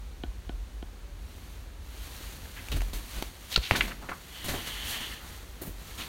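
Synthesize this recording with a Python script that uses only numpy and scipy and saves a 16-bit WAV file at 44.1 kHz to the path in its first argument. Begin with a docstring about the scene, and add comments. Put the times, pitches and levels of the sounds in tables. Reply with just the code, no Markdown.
"""Stylus taps and a page turn on a bed

A stylus taps three times on a tablet that lies on a bed: struck modes over a soft swing of the mattress.
A hand brushes the bedding and turns a page: filtered slip noise for rubbing, damped pulses for snaps.
Behind it a quiet small room: shaped noise, a low drone and one faint brief tone, heard by a close microphone.
The recorder's noise suppression turns the low end down for a while.
"""
import sys
import numpy as np
from scipy import signal
from scipy.fft import rfft, irfft, next_fast_len
from scipy.io import wavfile
from scipy.ndimage import uniform_filter1d, map_coordinates

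SR = 44100
rng = np.random.default_rng(int(sys.argv[2]) if len(sys.argv) > 2 else 0)


def inscribe(sig):
    """Save sig as 16-bit PCM at rate SR to the path in sys.argv[1].

    A 1-D sig is mono; a 2-D sig holds one channel per row.
    Samples are clipped to [-1, 1] before scaling.
    """
    pcm = np.round(np.clip(np.atleast_2d(sig).T, -1, 1) * 32767)
    wavfile.write(sys.argv[1], SR, pcm.astype(np.int16))


N = 268128
T = np.arange(SR // 2) / SR  # seconds since a contact


# stylus contacts: [start_s, tick_db, knock_db, bounce_db]
TAPS = [(0.236, -27.5, -27, -25.5), (0.4933, -30, -27.5, -27), (0.8262, -37, -32, -41)]
# modes of tip on screen: [freq_hz, relative_db, t60_s]
TIP_MODES = [(1494, -16.5, 0.085), (1770, -3.5, 0.011), (2500, -8, 0.012), (3100, 7, 0.0051),
             (3720, -10, 0.01)]
# modes of tablet body: [freq_hz, relative_db, t60_s]
TABLET_MODES = [(204, 0, 0.0062), (310, 6.5, 0.011), (700, -6.5, 0.025), (1020, -30, 0.028)]


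def stylus(knock_lag_s=0.0023, bounce_hz=47, bounce_lag_s=0.0573, bounce_width_s=0.021):
    """The soft tip ticks, the tablet knocks just after, and the mattress swings under it."""
    out = np.zeros(N)
    since_peak = T - bounce_lag_s
    swing = np.exp(-(since_peak / bounce_width_s) ** 2) * np.cos(2 * np.pi * bounce_hz * since_peak)
    tip_onset = 1 - np.exp(-T / 0.00032)
    tablet_onset = 1 - np.exp(-T / 0.00017)
    for start_s, tick_db, knock_db, bounce_db in TAPS:
        add(out, start_s, amp(tick_db) * ring(TIP_MODES) * tip_onset)
        add(out, start_s + knock_lag_s, amp(knock_db) * ring(TABLET_MODES) * tablet_onset)
        add(out, start_s, amp(bounce_db) * swing)
    return out


# page buckles: [start_s, level_db, pitch_hz, rise_s, crack_db, flap_db]; crack and flap relative to level
SNAPS = [(2.456, -35, 1730, .00048, -7, -4), (2.6855, -28.5, 2400, .00018, 2, -2),
         (2.8071, -26, 2300, .00025, -3, -14), (2.8182, -26.5, 2070, 0.00029, 2, -12),
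         (2.933, -28.5, 3820, 0.00023, 0, -2), (3.2244, -19.5, 3730, 0.0001, 1.5, 1),
         (3.56, -10, 3150, 0.00043, -22, -19), (3.5615, -5.5, 4150, 0.00037, -12, -36),
         (3.5621, -21, 1390, 0.0016, -16, -25), (3.7106, -3, 2200, 0.00022, -14, -6),
         (3.8082, -14, 2700, 0.00027, -26, -17), (4.0889, -25, 1760, 0.00031, -21, -5.5)]
# crack spectrum: [freq_hz, relative_db_per_hz]
CRACK_SPECTRUM = [(500, 8), (2000, 2), (7000, -4.5), (8500, -9), (13000, -11), (16000, -20)]
# a harder snap flaps the sheet higher: pitch at the reference level, level rise per octave
FLAP_HZ, FLAP_AT_DB, FLAP_DB_PER_OCTAVE = 453, -21.5, 25


def snaps(flap_rise_s=0.00043):
    """Paper buckles: a damped pulse, a bright crack and a lower flap of the whole sheet."""
    out = np.zeros(N)
    for start_s, level_db, pitch_hz, rise_s, crack_db, flap_db in SNAPS:
        noise = coloured(rng.standard_normal(len(T)), CRACK_SPECTRUM)
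        crack = 0.5 * noise * stroke(0.00029, 0.0024)
        flap_hz = FLAP_HZ * 2 ** ((level_db - FLAP_AT_DB) / FLAP_DB_PER_OCTAVE)
        flap = pulse(flap_hz, flap_rise_s)
        snap = pulse(pitch_hz, rise_s) + amp(crack_db) * crack - amp(flap_db) * flap
        add(out, start_s, amp(level_db) * snap)
    return out


# bending sheet creaks and rasps: [start_s, level_db, pitch_hz, rise_s, fall_s]
CREAKS = [(2.555, -39, 1930, 0.029, 0.015), (2.716, -35, 2870, 0.0025, 0.024),
          (3.499, -33, 3330, 0.047, 0.013), (3.5615, -21.5, 3450, 0.00091, 0.0033),
          (3.617, -34.5, 3100, 0.019, 0.061), (3.712, -32.5, 2380, .001, 0.066),
          (3.747, -22, 1660, 0.0064, 0.0086), (3.755, -29, 3350, 0.0053, 0.012),
          (3.807, -19.5, 2000, 0.0023, 0.0074), (3.836, -36, 2100, 0.0026, 0.019),
          (3.906, -36, 1720, 0.013, 0.0068), (4.012, -44, 1050, 0.022, 0.026),
          (4.090, -27.5, 1450, 0.00085, 0.0093), (4.114, -30.5, 1250, 0.0048, 0.011),
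          (5.189, -50, 1220, 0.023, .14), (5.974, -38, 2820, 0.04, 0.029)]


def creaks(width_ratio=1.0, top_ratio=2.23):
    """Runs of quick slips ring one broad resonance of the bent sheet, which passes little far above it."""
    out = np.zeros(N)
    for start_s, level_db, pitch_hz, rise_s, fall_s in CREAKS:
        def bend(hz):
            rolloff = 1 + (hz / (top_ratio * pitch_hz)) ** 6
            return resonance(hz, pitch_hz, pitch_hz * width_ratio) ** 2 / rolloff

        rasp = unit(filtered(slips(len(T), rate_hz=2500, smooth=0.67), bend))
        add(out, start_s, amp(level_db) * stroke(rise_s, fall_s) * rasp)
    return out


# skin and cloth catch on paper: [start_s, hiss_db, hiss_tilt_db_per_octave, body_db, rise_s, fall_s]
SCUFFS = [(2.715, -41, 2, -33.5, 0.0027, 0.039), (2.748, -42, 1, -32.5, 0.024, 0.0092),
          (2.9328, -38.5, 0.5, -41, 0.0033, 0.057), (3.135, -44.5, -2.5, -41.5, 0.052, 0.037),
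          (3.49, -37.5, 0.5, -48, 0.037, 0.025), (3.575, -61, -2, -19, 0.0018, 0.0036),
          (3.714, -35, -13, -32, 0.0019, 0.12), (3.756, -30, -1.5, -38, 0.0071, 0.025),
          (3.872, -37.5, -3, -48, 0.0093, 0.023), (4.025, -66, -7, -41.5, 0.0032, 0.029),
          (4.092, -59, -4, -33, 0.0015, 0.024), (4.441, -39, 2.5, -39, 0.0024, 0.14),
          (4.483, -30, -2, -30, 0.0016, 0.04), (4.535, -34, -6.5, -39.5, 0.006, 0.039),
          (4.645, -37.5, -0.5, -44.5, 0.034, 0.027), (4.83, -35.5, 2, -49.5, 0.08, 0.038),
          (5.008, -40.5, -7.5, -41, 0.0022, 0.019), (5.613, -37.5, 9.5, -35.5, 0.0072, 0.025),
          (5.635, -45, 9, -41, 0.035, 0.038), (5.965, -39, -1, -44, 0.03, 0.071)]
# hiss spectrum: [freq_hz, relative_db_per_hz]
CLOTH_SPECTRUM = [(200, -8.5), (1000, 4), (4000, 4), (5500, 0), (9000, -2), (13000, -2.5), (16000, -7)]
# dull sheet spectrum: [freq_hz, relative_db_per_hz]
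SHEET_SPECTRUM = [(40, 7.5), (110, 4.5), (250, 2.5), (450, -2), (1000, -11), (2000, -14), (5000, -23),
                  (14000, -37)]


def scuffs():
    """Short catches: a grainy hiss over the dull flutter of the sheet."""
    out = np.zeros(N)
    for start_s, hiss_db, tilt_db, body_db, rise_s, fall_s in SCUFFS:
        tilted = [(hz, db + tilt_db * np.log2(hz)) for hz, db in CLOTH_SPECTRUM]
        hiss = coloured(slips(len(T), rate_hz=5700, smooth=1.15), tilted)
        body = coloured(slips(len(T), rate_hz=880, smooth=0.98), SHEET_SPECTRUM)
        add(out, start_s, stroke(rise_s, fall_s) * (amp(hiss_db) * hiss + amp(body_db) * body))
    return out


# hand over paper and bedding: [start_s, length_s, drive_db]
SWEEPS = [(1.124, 0.46, -62.5), (1.84, 0.5, -53.5), (2.28, 0.6, -56), (2.923, .3, -50.5),
          (3.27, 0.35, -56.5), (3.517, 0.32, -48), (3.953, 0.39, -60.5), (5.066, 0.3, -55),
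          (5.67, 0.37, -55)]
# fingers drag the page flat: [time_s, drive_db]
DRAG = [(4.22, -68), (4.35, -49.5), (4.47, -47), (4.61, -44.5), (4.8, -43.5), (4.93, -40), (5.14, -45),
        (5.24, -63)]
# resonances of the rubbed page: [freq_hz, width_hz, relative_db]
PAGE_RESONANCES = [(1170, 2800, -5), (1916, 720, -1.5), (3080, 760, 2), (4300, 780, -9), (6560, 5700, -11)]
REST_S, REST_DB = 1.715, -61.5  # from here on the hand lies on the book, never quite still
SWEEP_PAGE_DB = -5.5  # page drive from the hand drive
DRAG_PAGE_DB, DRAG_HISS_DB = 3.5, -7  # page and hiss drive from the drag drive
HISS_GAIN_DB = 6.0  # hiss level above its drive
# flexing level at the reference hiss drive, dB gained per dB of hiss drive
FLEX_DB, FLEX_AT_DB, FLEX_GROWS = -51, -52.5, 0.32
SUPPRESSION_FLEX_DB = -6.5  # gain on the flexing under noise suppression


def rubbing():
    """The page slides and flexes while the hand brushes over paper and bedding."""
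    t = np.arange(N) / SR
    resting = amp(REST_DB) * sweep(t - REST_S, N / SR)
    sweep_power = sum((amp(db) * sweep(t - start_s, length_s)) ** 2 for start_s, length_s, db in SWEEPS)
    hand = np.sqrt(resting ** 2 + sweep_power)
    drag = amp(curves(DRAG)[0])
    sliding = np.hypot(amp(SWEEP_PAGE_DB) * hand, amp(DRAG_PAGE_DB) * drag)
    brushing = np.hypot(hand, amp(DRAG_HISS_DB) * drag)
    flexing = amp(FLEX_DB) * (brushing / amp(FLEX_AT_DB)) ** FLEX_GROWS
    flexing *= amp(SUPPRESSION_FLEX_DB * suppression())
    grip_db = wobble(45)  # the grip tightens and loosens

    page = np.zeros(N)
    for freq_hz, width_hz, level_db in PAGE_RESONANCES:
        grains = slips(N, rate_hz=4000, smooth=1.5)
        band = unit(filtered(grains, lambda hz: resonance(hz, freq_hz, width_hz) ** 2))
        # each resonance swells on its own as the contact moves
        page += amp(level_db + 1.9 * wobble(20)) * band

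    slide = sliding * amp(0.48 * grip_db) * unit(page)
    hiss = coloured(slips(N, rate_hz=5600, smooth=1.05), CLOTH_SPECTRUM)
    cloth = brushing * amp(0.6 * grip_db + HISS_GAIN_DB) * hiss
    flutter = coloured(slips(N, rate_hz=400, smooth=0.64), SHEET_SPECTRUM)
    flex = flexing * amp(1.3 * wobble(25)) * flutter
    return slide + cloth + flex


SWEEP_ATTACK_S, SWEEP_RELEASE_S = 0.24, 0.08


def sweep(t, length_s):
    """A hand gathers speed, keeps it, then comes to rest."""
    speeding = np.sin(np.pi / 2 * np.clip(t / SWEEP_ATTACK_S, 0, 1)) ** 2
    return speeding * np.exp(-np.maximum(t - length_s, 0) / SWEEP_RELEASE_S)


# pushes of air and mattress: [start_s, level_db, pitch_hz, rise_s]
THUMPS = [(2.691, -28, 52.3, 0.027), (2.728, -28.5, 81, 0.026), (2.735, -29.5, 135, 0.0062),
          (2.748, -21.5, 41.6, 0.041), (2.932, -25.5, 41.3, 0.02), (3.16, -32, 43.7, 0.022),
          (3.578, -20.5, 53.3, 0.01), (3.7136, -15, 87, 0.003), (3.781, -30, 43.3, 0.038),
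          (4.482, -31.5, 56, 0.031), (5.647, -36, 170, 0.0027), (5.673, -29.5, 181, 0.0029)]


def thumps():
    """The book rocks on the mattress and the page pushes air: damped low pulses."""
    out = np.zeros(N)
    for start_s, level_db, pitch_hz, rise_s in THUMPS:
        add(out, start_s, amp(level_db) * pulse(pitch_hz, rise_s))
    return out


# room noise spectrum: [freq_hz, relative_db_per_hz]
AIR_SPECTRUM = [(65, -27), (110, -4), (201, -6), (384, -11.5), (571, -13.5), (688, -16), (748, -15),
                (1720, -18.5), (3570, -21.5), (16000, -35)]
# drone spectrum: [freq_hz, relative_db_per_hz]
DRONE_SPECTRUM = [(15, -37), (32, -9), (44, 6.5), (54, 6), (66, -1), (92, -5.5), (125, -33), (250, -68)]
DRONE_DB, DRONE_SAG_DB_PER_S = -40, 0.59  # level at the start, steady weakening
SUPPRESSION_DRONE_DB = -7  # gain on the drone under noise suppression


def background(tone_hz=570, tone_db=-60):
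    """Steady room noise, a low noisy drone that slowly weakens, and a faint tone that comes and goes once."""
    t = np.arange(N) / SR
    air = amp(-52.5) * coloured(rng.standard_normal(N), AIR_SPECTRUM)
    drone_db = DRONE_DB - DRONE_SAG_DB_PER_S * t + SUPPRESSION_DRONE_DB * suppression()
    drone = amp(drone_db) * coloured(rng.standard_normal(N), DRONE_SPECTRUM)
    gate = np.interp(t, [1.0, 1.04, 1.17, 1.21], [0, 1, 1, 0])
    tone = amp(tone_db) * gate * np.sin(2 * np.pi * tone_hz * t)
    return air + drone + tone


# noise suppression at work, set times: [start_s, end_s]
SUPPRESSION_SPAN = (3.33, 4.42)


def suppression():
    """1 while the recorder's noise suppression turns the low end down, with 0.1 s edges."""
    t = np.arange(N) / SR
    inside = (t > SUPPRESSION_SPAN[0]) & (t < SUPPRESSION_SPAN[1])
    return uniform_filter1d(1.0 * inside, size=SR // 10)


# reverberation: [freq_hz, t60_s]
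ROOM_DECAY = [(100, 0.27), (1000, 0.35), (4000, 0.21), (12000, 0.15)]


def room(x, wall_lag_s=0.0087, wall_db=-19, tail_db=-15):
    """One near wall echoes within a short soft tail of noise that decays at its own rate per frequency."""
    hz, t, z = signal.stft(rng.standard_normal(len(T)), SR, nperseg=256)
    decay = amp(-60 * t / along(ROOM_DECAY, hz)[:, None])
    tail = signal.istft(z * decay, SR, nperseg=256)[1]
    answer = amp(tail_db) * tail / np.linalg.norm(tail)
    answer[round(wall_lag_s * SR)] += amp(wall_db)
    return x + signal.fftconvolve(x, answer)[:N]


def stroke(rise_s, fall_s):
    """A contact builds up linearly, then dies away exponentially."""
    return np.minimum(T / rise_s, 1) * np.exp(-np.maximum(T - rise_s, 0) / fall_s)


def pulse(hz, rise_s):
    """A damped swing whose envelope peaks at 1 after its rise time."""
    return T / rise_s * np.exp(1 - T / rise_s) * np.sin(2 * np.pi * hz * T)


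def ring(modes):
    """Struck modes decay as sines, each at a slightly new strength."""
    out = np.zeros(len(T))
    for hz, db, t60_s in modes:
        out += amp(db + rng.normal(0, 1) - 60 * T / t60_s) * np.sin(2 * np.pi * hz * T)
    return out


def slips(size, rate_hz, smooth):
    """Tiny random slips of fibres over a smooth share of noise."""
    grains = (rng.random(size) < rate_hz / SR) * rng.standard_normal(size)
    return unit(grains) + smooth * rng.standard_normal(size)


def resonance(f, hz, width_hz):
    """Response of one damped resonance, 1 at its centre."""
    return 1j * f * width_hz / (hz * hz - f * f + 1j * f * width_hz)


def wobble(rate_hz):
    """A smooth random curve through rate_hz knots a second."""
    knots = rng.standard_normal(int(N * rate_hz / SR) + 4)
    return map_coordinates(knots, [np.arange(N) * rate_hz / SR])


def curves(rows):
    """One value per sample for each column after the time; -120 outside the rows."""
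    s, *columns = np.transpose(rows)
    return [np.interp(np.arange(N) / SR, s, c, left=-120, right=-120) for c in columns]


def along(points, hz):
    """(Hz, value) points read on a log frequency axis."""
    f, v = np.transpose(points)
    return np.interp(np.log(hz + 1), np.log(f + 1), v)


def filtered(x, response):
    """x times a response of frequency."""
    m = next_fast_len(len(x) + 8192)
    return irfft(rfft(x, m) * response(np.fft.rfftfreq(m, 1 / SR)), m)[:len(x)]


def coloured(x, spectrum):
    """x filtered by a spectrum, at rms 1."""
    return unit(filtered(x, lambda hz: amp(along(spectrum, hz))))


def amp(db):
    """Decibels to gain."""
    return 10 ** (np.asarray(db) / 20)


def unit(x):
    """Scale to rms 1."""
    return x / np.sqrt(np.mean(x ** 2) + 1e-20)


def add(track, start_s, x):
    """Mix x into the track at start_s."""
    part = track[round(start_s * SR):][:len(x)]
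    part += x[:len(part)]


def scene():
    """Stylus, page and bed in the quiet room."""
    echoed = room(stylus() + snaps() + creaks() + scuffs())
    return (echoed + thumps() + rubbing() + background())[None]


# microphone response: [freq_hz, gain_db]
MIC_RESPONSE = [(3400, -1.5), (4550, 0.5), (4950, -4.5), (5600, -1), (6700, 1), (7600, -2), (9700, 1),
                (10400, -3.5), (11200, 0.5)]
TOP_HZ = 15900


def record(dry):
    """The microphone ripples the treble and keeps nothing above its band limit."""
    return filtered(dry[0], lambda hz: amp(along(MIC_RESPONSE, hz)) * (hz < TOP_HZ))[None]


dry = scene()
out = record(dry)
inscribe(out)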